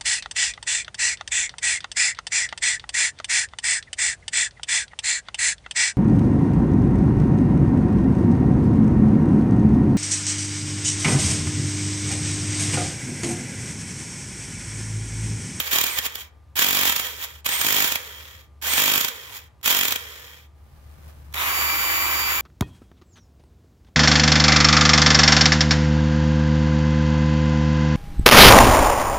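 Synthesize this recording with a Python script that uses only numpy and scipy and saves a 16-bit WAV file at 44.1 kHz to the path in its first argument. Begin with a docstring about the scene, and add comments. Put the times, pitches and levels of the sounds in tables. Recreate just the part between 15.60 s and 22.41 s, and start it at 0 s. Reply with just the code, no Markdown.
"""A cordless tyre inflator runs in a garage: five short bursts, then a run with its hose swung free.
One motor shaft drives the fan, the gears and the piston pump. In the bursts the stowed hose chatters
on the plastic housing and the pump knocks hard; each coast-down leaves a dry whirr of gears.
With the hose free the motor runs smoothly: the harmonic whine of a seven-blade fan over rushing air.
A low hum fills the room."""
import sys
import numpy as np
from scipy import signal
from scipy.fft import rfft, irfft
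from scipy.io import wavfile

SR = 44100
rng = np.random.default_rng(int(sys.argv[2]) if len(sys.argv) > 2 else 0)


def bounce(signal):
    """Save signal as a 16-bit WAV file at the path given by the first command-line argument."""
    frames = np.transpose(np.atleast_2d(signal))
    limited = np.clip(frames, -1, 1)
    pcm = np.round(limited * 32767).astype(np.int16)
    wavfile.write(sys.argv[1], SR, pcm)


N = 300304
TIME = np.arange(N) / SR
BINS = np.fft.rfftfreq(N, 1 / SR)
FULL_SPEED_HZ, BLADES, TURNS_PER_STROKE = 335, 7, 7
HOSE_FREE_S, BAND_EDGE_HZ = 5.3, 15800

# Levels in the tables are relative: each source applies its own gain.
# Envelope of the room hum: time_s, level_db
HUM_ENVELOPE = [(0.0, -51), (2.8, -52.5), (3.13, -46), (3.3, -60.5), (4.9, -51.5), (5.75, -43.5),
                (6.81, -43.5)]
# Faint steady tones in the room: pitch_hz, level_db
ROOM_TONES = [(820, -73.5), (1195, -70.5)]
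# Spectrum of the room noise: frequency_hz, level_db
ROOM_SPECTRUM = [(15, -64), (25, -55), (43, -32), (52, -13), (76, -5.5), (137, -15.5), (170, -23),
                 (217, -26.5), (1020, -31), (1230, -34.5), (1400, -37.5), (16000, -57)]
# Reverberation of the garage: frequency_hz, t60_s, reverb_to_direct_db
GARAGE_REVERB = [(150, 0.56, -15), (500, 0.78, -14), (1200, 0.52, -8.5), (3000, 0.25, -12),
                 (6960, 0.18, -11), (15000, 0.033, -13)]
# Later arrival of sound on the left: frequency_hz, delay_samples
LEFT_DELAY = [(500, 9.1), (1000, 7.9), (1500, 8.8), (2000, 10.3), (2500, 10.54), (3200, 9.45),
              (4200, 14.45), (8000, 14.76), (15000, 14)]
# Likeness of left and right, as the whole housing radiates: frequency_hz, coherence_ratio
COHERENCE = [(300, 0.84), (1000, 0.76), (2200, 0.69), (4000, 0.56), (8000, 0.19), (15000, 0.1)]
# The hand turns the tool and swings the hose free: time_s, rumble_db, rustle_db
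HANDLING_ENVELOPE = [(4.92, -66, -68), (5.15, -53.5, -60.5), (5.47, -48, -54), (5.49, -54, -49),
                     (5.52, -47, -56), (5.71, -48, -58), (5.9, -50, -46)]
# Trigger clicks just before the motor starts: time_s, level_db
TRIGGER_CLICKS = [(4.013, -49), (5.727, -37)]
# Pulls of the trigger: on_s, off_s, at_rest_s, top_speed_hz
MOTOR_RUNS = [(-.06, .305, .7, 344), (.955, 1.39, 1.81, 338), (1.845, 2.29, 2.88, 333),
              (3.013, 3.42, 3.89, 330), (4.029, 4.28, 4.88, 336), (5.738, 7, 7.5, 335.25)]
# Shape of a coast-down: duration_fraction, speed_fraction
COAST_DOWN = [(0, 1), (.18, .77), (.48, .52), (.72, .33), (1, 0)]
# Resonances of the plastic housing: centre_hz, width_hz, lift_db
HOUSING_MODES = [(964, 200, 3), (1917, 140, 3), (2372, 380, 6), (3211, 110, 8), (5200, 100, 6),
                 (7180, 320, 4.5), (13870, 1200, 3.5)]
# Low modes of the pump body: pitch_hz, level_db, t60_s
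BODY_MODES = [(151, -1.5, 0.032), (248, -2, 0.059), (280, -5, .06), (410, 2, 0.03)]
# Brief squeals of the pump: centre_s, length_s, pitch_hz, level_db
PUMP_SQUEALS = [(0.33, .1, 8400, -37.5), (1.972, 0.26, 8400, -32), (3.142, 0.16, 8400, -30),
                (5.8, .11, 3670, -32), (6.28, .05, 8400, -42)]
# Spectrum of the gear whirr: frequency_hz, left_db, right_db
GEAR_SPECTRUM = [(40, -40.5, -41), (150.0, -19, -19), (337, -25.5, -13), (480.0, 1.5, 1.5),
                 (695, -18, -12.5), (1050.0, -8.5, -3.5), (1860, -0.5, -3), (2600.0, -2.5, -11.5),
                 (3300, -3.5, 1.5), (4740, -13, -6.5), (7100, -11.5, -6.5), (8400.0, -27.5, -12.5),
                 (9250, -20.5, -16.5), (11200, -14, -7.5), (15000.0, -9.5, -8)]
# Spectrum of the rushing air: frequency_hz, left_db, right_db
AIR_SPECTRUM = [(40, -49, -43), (151, -28.5, -24.5), (330.0, -18.5, -19.5), (680, -17, -11.5),
                (1060, -6, 2.5), (1750, -7.5, -9.5), (2150, 2, -4.5), (3320, -12, -9.5),
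                (4480, -18.5, -13.5), (5600.0, -18, -15.5), (7160, -17, -11), (8240, -35.5, -17),
                (9750, -27, -19.0), (11500.0, -18, -9.5), (15000.0, -14, -10.5)]
# The blade tone stands out as it climbs or falls: centre_s, length_s, level_db
BLADE_SWELLS = [(0.352, 0.16, -38), (1.44, 0.13, -46.5), (1.947, .16, -34.5), (3.12, 0.2, -35),
                (3.697, .12, -52)]
# Partials of the whine: shaft_multiple, left_db, right_db
WHINE_PARTIALS = [(1.0, -53.0, -51.0), (3.0, -61.0, -43.0), (5.0, -40.0, -43.0), (6.0, -33.0, -36.0),
                  (7.0, -29.5, -41.5), (8.0, -36.0, -43.0), (9.0, -36.0, -43.0), (10.0, -58.0, -46.0),
                  (11.0, -67.0, -48.0), (14.0, -51.0, -32.0), (15.0, -50.0, -41.0), (16.0, -57.0, -47.0),
                  (20.0, -46.0, -40.0), (21.0, -49.0, -33.0), (22.0, -55.0, -40.0), (33.0, -51.0, -39.0),
                  (34.0, -41.0, -33.5), (35.0, -44.0, -48.0), (36.0, -53.0, -39.0), (37.0, -59.0, -42.0),
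                  (38.0, -55.0, -45.0), (39.0, -53.0, -38.0), (40.0, -45.0, -33.0), (41.0, -45.0, -35.0),
                  (42.0, -43.0, -41.0), (43.0, -54.0, -41.0), (44.0, -46.0, -49.0), (45.0, -47.0, -41.0),
                  (46.0, -36.0, -36.0), (47.0, -46.0, -52.0)]
# The whine swells and eases with the hose free: time_s, level_db
WHINE_ENVELOPE = [(5.8, -2), (6.0, .5), (6.2, .5), (6.5, 0), (6.81, -1)]
# Single knocks as the tool jerks into motion or slows: time_s, level_db
SINGLE_KNOCKS = [(0.003, -14), (0.267, -16), (0.388, -12), (0.465, -18), (0.556, -22), (0.958, -27),
                 (0.993, -8), (1.325, -13.5), (1.364, -11), (1.398, -15), (1.469, -23.5), (1.864, -11),
                 (1.892, -15.5), (2.015, -13), (2.278, -14), (2.322, -12.5), (2.358, -14.5), (3.136, -12.5),
                 (3.411, -11.5), (3.448, -11.5), (3.485, -16.5), (4.061, -11), (4.079, -9.5),
                 (4.284, -12.5), (4.309, -17.5), (4.324, -12.5), (4.36, -17), (5.743, -24.5)]
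# Even hammering of the pump at speed: start_s, length_s, rate_hz, knock_db, push_db
KNOCK_TRAINS = [(.133, .12, 37.3, -11.5, -37.5), (1.025, .28, 47.8, -12.5, -34.5),
                (2.048, .205, 50.9, -12, -34), (3.181, .207, 50.5, -11.5, -34),
                (4.106, .157, 47.1, -12, -38)]
# The stowed hose chatters under power: start_s, rise_s, hold_s, level_db, sag_db_per_s
HOSE_SHAKES = [(0.109, 0.0035, 0.26, -17.5, 48.5), (.955, 0.008, 0.41, -19.5, 12),
               (1.84, 0.17, .43, -16.5, 9), (3.015, 0.084, 0.42, -15.5, 24), (4.028, .045, 0.29, -18, 36.5)]
# The hose sways and clatters as the speed changes: peak_s, rise_s, fall_s, level_db
HOSE_CLATTERS = [(0.0, .01, .012, -18.5), (.075, 0.046, .03, -27.5), (.38, 0.016, .01, -22),
                 (0.457, 0.013, 0.0071, -20), (.615, 0.067, 0.015, -33), (1.02, 0.022, 0.013, -15.5),
                 (1.27, 0.023, .03, -22), (1.45, 0.037, 0.17, -33), (1.645, 0.027, 0.0088, -22.5),
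                 (3.179, 0.034, 0.056, -16), (3.772, 0.046, 0.016, -30.5), (4.112, 0.023, 0.0146, -15)]
# Spectrum of the plastic rattle: frequency_hz, left_db, right_db
RATTLE_SPECTRUM = [(40, -49.5, -43.5), (120.0, -22.5, -15.5), (247, -15, -16), (590, -14.5, -8.5),
                   (990, -10.5, -4), (1570, -3.5, -3), (2560, -1, -5.5), (3500, -2.5, 1),
                   (4700, -11.5, -3.5), (5400, -11, -6), (6800, -8.5, -1.5), (8400, -31, -7.5),
                   (9240, -16.5, -12), (11050, -16.5, -4), (14300, -7, -2)]


def gain_of(db):
    """Amplitude ratio of a level in decibels."""
    return 10 ** (np.asarray(db) / 20)


def unit_rms(x):
    """Normalisation to an rms of one."""
    return x / np.sqrt(np.mean(abs(x) ** 2) + 1e-20)


def envelope(rows, column=1):
    """Linear interpolation of one column of a time table at every sample."""
    rows = np.array(rows, float)
    return np.interp(TIME, rows[:, 0], rows[:, column])


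def spectrum(rows, hz=BINS):
    """Interpolation of a table's columns on a logarithmic frequency axis."""
    table_hz, *columns = np.transpose(rows)
    return np.array([np.interp(np.log(hz + 1), np.log(table_hz + 1), c) for c in columns])


def gate(start, end, fade):
    """Trapezoidal window from start to end."""
    return np.clip((TIME - start) / fade, 0, 1) * np.clip((end - TIME) / fade, 0, 1)


def swell(peak_s, rise_s, fall_s):
    """Exponential growth to one, then exponential decay."""
    return np.exp(-np.minimum(np.maximum((peak_s - TIME) / rise_s, (TIME - peak_s) / fall_s), 20))


def wander(per_s):
    """Random modulation of rms about one, linear between knots."""
    knots = np.arange(0, TIME[-1] + 1, 1 / per_s)
    return 1.2 * np.interp(TIME, knots, rng.standard_normal(SR // 4)[:len(knots)])


def coloured(x, db):
    """Minimum-phase filtering along a dB curve, keeping the power of white noise."""
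    log_gain = np.log(unit_rms(gain_of(db)) + 1e-5)
    mirrored = np.concatenate([log_gain, log_gain[..., -2:0:-1]], -1)
    response = np.exp(np.conj(signal.hilbert(mirrored)))[..., :len(BINS)]
    return irfft(rfft(x) * response, N)


def impacts(per_s, spread_db):
    """Shot noise: a Poisson train of clicks of uneven size."""
    size = gain_of(spread_db * np.minimum(rng.exponential(1, N), 3.5)) * rng.choice([-1, 1], N)
    return unit_rms(size * (rng.random(N) < per_s / SR))


def grit(per_s, spread_db, hiss):
    """Partial coherence: clicks and hiss from an extended source differ between left and right."""
    common, separate = (rfft(unit_rms(impacts(per_s, spread_db) + hiss * rng.standard_normal(N)))
                        for _ in range(2))
    coherence = np.clip(spectrum(COHERENCE)[0], 0, 1)
    right = coherence * common + np.sqrt(1 - coherence ** 2) * separate
    return irfft(np.array([common, right]), N)


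def housing_db():
    """Resonance: each mode of the housing lifts a band of the spectrum."""
    return sum(db / (1 + (2 * (BINS - hz) / width) ** 2) for hz, width, db in HOUSING_MODES)


def room(hum_hz=73.2, noise_above_120_hz_db=-61.5):
    """Superposition of a wavering hum, two faint tones and steady noise."""
    hum_phase = 2 * np.pi * hum_hz * TIME + 0.3 * wander(6.8)
    hum = np.sqrt(2) * gain_of(envelope(HUM_ENVELOPE) + 1.7 * wander(17)) * np.sin(hum_phase)
    tones = sum(gain_of(db + 1.8 * wander(4.7)) * np.sin(2 * np.pi * hz * TIME + wander(21))
                for hz, db in ROOM_TONES)
    noise = coloured(rng.standard_normal(N) + .5 * rng.standard_normal((2, N)), spectrum(ROOM_SPECTRUM))
    upper_rms = irfft(rfft(noise) * (BINS > 120), N).std()
    return hum * gain_of([[.9], [-.9]]) + tones + noise / upper_rms * gain_of(noise_above_120_hz_db)


def in_garage(x, early_db=-6, early_decay_s=0.0089):
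    """Convolution with the direct path, early reflections off hand and chest, and a diffuse tail."""
    t = np.arange(SR // 2) / SR
    echoes = rng.standard_normal((2, len(t))) * (rng.random((2, len(t))) < .1) * (t > .005)
    hz, frame_s, bands = signal.stft(echoes, SR, nperseg=256)
    t60 = spectrum(GARAGE_REVERB, hz)[0][:, None]
    tail = signal.istft(bands * gain_of(-60 * frame_s / t60) / np.sqrt(t60), SR, nperseg=256)[1]
    early = rng.standard_normal((2, len(t))) * np.exp(-t / early_decay_s) * (t > .0007)
    scattered = unit_rms(rfft(tail, N)) + gain_of(early_db) * unit_rms(rfft(early, N))
    wet = gain_of(spectrum(GARAGE_REVERB)[1])
    direct = np.exp(-2j * np.pi * BINS / SR * spectrum(LEFT_DELAY) * [[1], [0]])
    response = irfft((direct + wet * scattered) / np.sqrt(1 + wet ** 2), N)
    lead = 64  # samples of the response ahead of the direct arrival
    return signal.fftconvolve(x, np.roll(response, lead, 1)[:, :len(t)], axes=1)[:, lead:lead + N]


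def handling(low_hz=55, high_hz=100):
    """Friction noise of the hose sliding off, over the low rumble of moving arms."""
    band_db = -10 * np.log10(1 + (BINS / high_hz) ** 5) - 10 * np.log10(1 + (low_hz / (BINS + 1)) ** 4)
    rumble = coloured(rng.standard_normal(N), band_db)
    rumble *= gain_of(envelope(HANDLING_ENVELOPE) - 2 + 2.5 * wander(42))
    scrape = np.array([impacts(per_s=2500, spread_db=3.5) for _ in range(2)])
    scrape *= gain_of(envelope(HANDLING_ENVELOPE, column=2) + 1)
    rustle = coloured(scrape, spectrum([(300, 4), (1200, 1), (3300, -8), (8000, -13), (14000, -9.5)])[0])
    return (rumble + rustle) * gate(4.92, np.inf, fade=0.06)


def trigger():
    """Impulsive excitation: the trigger clicks through the resonances of the housing."""
    size = sum(gain_of(db) * swell(s, rise_s=.0008, fall_s=.0025) for s, db in TRIGGER_CLICKS)
    return coloured(size * rng.standard_normal(N), spectrum(GEAR_SPECTRUM) + housing_db())


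def shaft_speed(spin_up_s=.043):
    """Rotational inertia: the shaft speed, in Hz, rises exponentially at each pull, then coasts down."""
    speed = np.zeros(N)
    for on, off, rest, top_hz in MOTOR_RUNS:
        rise = 1 - np.exp(-np.maximum(TIME - on, 0) / spin_up_s)
        coast = np.interp((TIME - off) / (rest - off), *np.transpose(COAST_DOWN))
        speed += top_hz * rise * coast
    return speed


def squeals(width_hz=750):
    """Friction rubs a narrow resonance of the pump into short, rough ringing."""
    out = np.zeros(N)
    for s, length, hz, db in PUMP_SQUEALS:
        phase = 2 * np.pi * hz * TIME
        ring = wander(width_hz) * np.cos(phase) + wander(width_hz) * np.sin(phase)
        out += gain_of(db) * gate(s - length / 2, s + length / 2, length / 3) * ring
    return out * gain_of([[-4], [1]])


def gears(speed, turns, resonance_hz=480, half_width_hz=42):
    """Contact noise of teeth and brushes; the second shaft harmonic groans through a body resonance."""
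    pace = speed / FULL_SPEED_HZ * (TIME < HOSE_FREE_S)
    angle = 2 * np.pi * turns
    piston_reversals = np.cos(2 * angle / TURNS_PER_STROKE)
    pulsing = unit_rms(np.exp(0.19 * np.cos(angle) + 0.19 * piston_reversals))
    whirr = grit(per_s=5000, spread_db=5, hiss=1.0) * pulsing * gain_of(-35) * pace ** 0.88
    resonance = 1 / np.hypot(1, (2 * speed - resonance_hz) / half_width_hz)
    groan = gain_of(-48 + 2 * wander(30)) * pace * resonance * np.sin(2 * angle + .55 * wander(80))
    return coloured(whirr, spectrum(GEAR_SPECTRUM) + housing_db()) + groan


def air(speed, turns, level_db=-23, sag_db_per_s=0.67):
    """Flow noise of the open pump in the last run grows with speed, pulsed by piston and shaft."""
    angle = 2 * np.pi * turns
    pulsing = 1 + 0.056 * np.cos(angle / TURNS_PER_STROKE) + 0.39 * np.cos(angle)
    elapsed = np.maximum(TIME - MOTOR_RUNS[-1][0], 0)
    flow = (speed / FULL_SPEED_HZ) ** 0.73 * (elapsed > 0)
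    size = gain_of(level_db - sag_db_per_s * elapsed + 0.82 * wander(40)) * flow
    return coloured(size * pulsing * grit(per_s=8300, spread_db=3.0, hiss=2.1), spectrum(AIR_SPECTRUM))


def blade_tone(speed, turns, jitter_rad=2.3):
    """Blade-passing tone of the fan with the hose stowed, roughened by random modulation."""
    size = gain_of(-46) * (speed / FULL_SPEED_HZ) ** 5 * (TIME < HOSE_FREE_S)
    for s, length, db in BLADE_SWELLS:
        size += gain_of(db) * gate(s - length / 2, s + length / 2, length / 3)
    return size * gain_of(2 * wander(90)) * np.sin(2 * np.pi * BLADES * turns + jitter_rad * wander(150))


def whine(speed, turns, stowed_db=-14, waver_db=2.5, blade_lag_rad=0.6):
    """Harmonic series of the shaft rotation; a steep power law lets it sing only near full speed."""
    level_db = np.where(TIME > HOSE_FREE_S, envelope(WHINE_ENVELOPE) - 1.5, stowed_db)
    size = gain_of(level_db) * (speed / FULL_SPEED_HZ) ** 7
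    out = np.zeros((2, N))
    for order, left_db, right_db in WHINE_PARTIALS:
        amplitude = size * gain_of(waver_db * wander(25))
        phase = 2 * np.pi * (order * turns + rng.random()) + 0.25 * wander(70)
        hz = order * FULL_SPEED_HZ
        lag = blade_lag_rad if order == BLADES else 2 * np.pi * hz / SR * spectrum(LEFT_DELAY, hz)[0]
        out[0] += gain_of(left_db) * amplitude * np.sin(phase - lag)
        out[1] += gain_of(right_db) * amplitude * np.sin(phase)
    return np.sqrt(2) * out


def pump_knocks(single_push_db=-27.5):
    """Isolated impacts and periodic impact trains, as rows of time_s, knock_db, push_db."""
    knocks = [(s, db, db + single_push_db) for s, db in SINGLE_KNOCKS]
    for start, length, rate_hz, db, push_db in KNOCK_TRAINS:
        times = start + np.arange(0, length, 1 / rate_hz)
        levels_db = db - 0.7 * rng.uniform(-1.8, 1, size=40)
        knocks += [(s, knock_db, push_db) for s, knock_db in zip(times, levels_db)]
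    return knocks


def thumps(knocks):
    """Damped modes of the pump body ring at each push; in a train they merge into a pitched chug."""
    pushes = np.zeros(N)
    for s, _, push_db in knocks:
        pushes[round(s * SR)] = gain_of(push_db)
    t = np.arange(SR // 8) / SR
    ring = sum(gain_of(db - 60 * t / t60) * np.cos(2 * np.pi * hz * t) for hz, db, t60 in BODY_MODES)
    return signal.oaconvolve(pushes, ring)[:N] * gain_of([[-1], [1]])


def chatter_power(jolt_fraction=0.064, release_db_per_s=126):
    """Incoherent addition: the shakes and clatters of the stowed hose sum in power."""
    power = sum((gain_of(db) * swell(s, rise, fall)) ** 2 for s, rise, fall, db in HOSE_CLATTERS)
    for start, rise, hold, db, sag in HOSE_SHAKES:
        t = np.maximum(TIME - start, 0)
        attack = (t > 0) * (1 - (1 - jolt_fraction) * np.exp(-t / rise))
        level_db = db - sag * t - release_db_per_s * np.maximum(t - hold, 0)
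        power += (attack * gain_of(level_db)) ** 2
    return power * gain_of(1.64 * wander(40)) ** 2


def rattle(speed, turns, knocks, rise_s=0.0017, fall_s=0.0018, knock_tilt_db=2):
    """Forced vibration: tiny plastic impacts bunch once a turn, louder and brighter at each knock."""
    knock_power = np.zeros(N)
    for s, db, _ in knocks:
        near = slice(max(0, int((s - .03) * SR)), int((s + .03) * SR))
        t = TIME[near] - s
        knock_power[near] += gain_of(db + 0.47) ** 2 * np.exp(np.where(t < 0, t / rise_s, -t / fall_s))
    bunching = unit_rms(np.exp(0.3 * np.cos(2 * np.pi * turns))) * (speed > 0)
    plastic_db = spectrum(RATTLE_SPECTRUM) + housing_db()
    chatter = (chatter_power() * gain_of(0.5) ** 2, plastic_db)
    clacks = (knock_power, plastic_db + knock_tilt_db * BINS / BAND_EDGE_HZ)
    return sum(coloured(np.sqrt(power) * bunching * grit(per_s=8000, spread_db=3.0, hiss=0.65), db)
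               for power, db in (chatter, clacks))


def scene():
    """Superposition: the tool's noises reverberate; its fan tones and the room sound add directly."""
    speed, knocks = shaft_speed(), pump_knocks()
    speed_jitter = np.where(TIME > HOSE_FREE_S, .0004, .006)
    turns = np.cumsum(speed * (1 + speed_jitter * wander(30))) / SR
    pump = rattle(speed, turns, knocks) + thumps(knocks) + air(speed, turns) + squeals()
    tool = pump + gears(speed, turns) + trigger() + handling()
    return in_garage(tool) + blade_tone(speed, turns) + whine(speed, turns) + room()


def record(dry):
    """Soft saturation rounds the loudest peaks; a low-pass filter then limits the band."""
    low_pass = signal.firwin(1023, BAND_EDGE_HZ, window=("kaiser", 9), fs=SR)
    return signal.oaconvolve(np.tanh(dry), low_pass[None], "same")


dry = scene()
out = record(dry)
bounce(out)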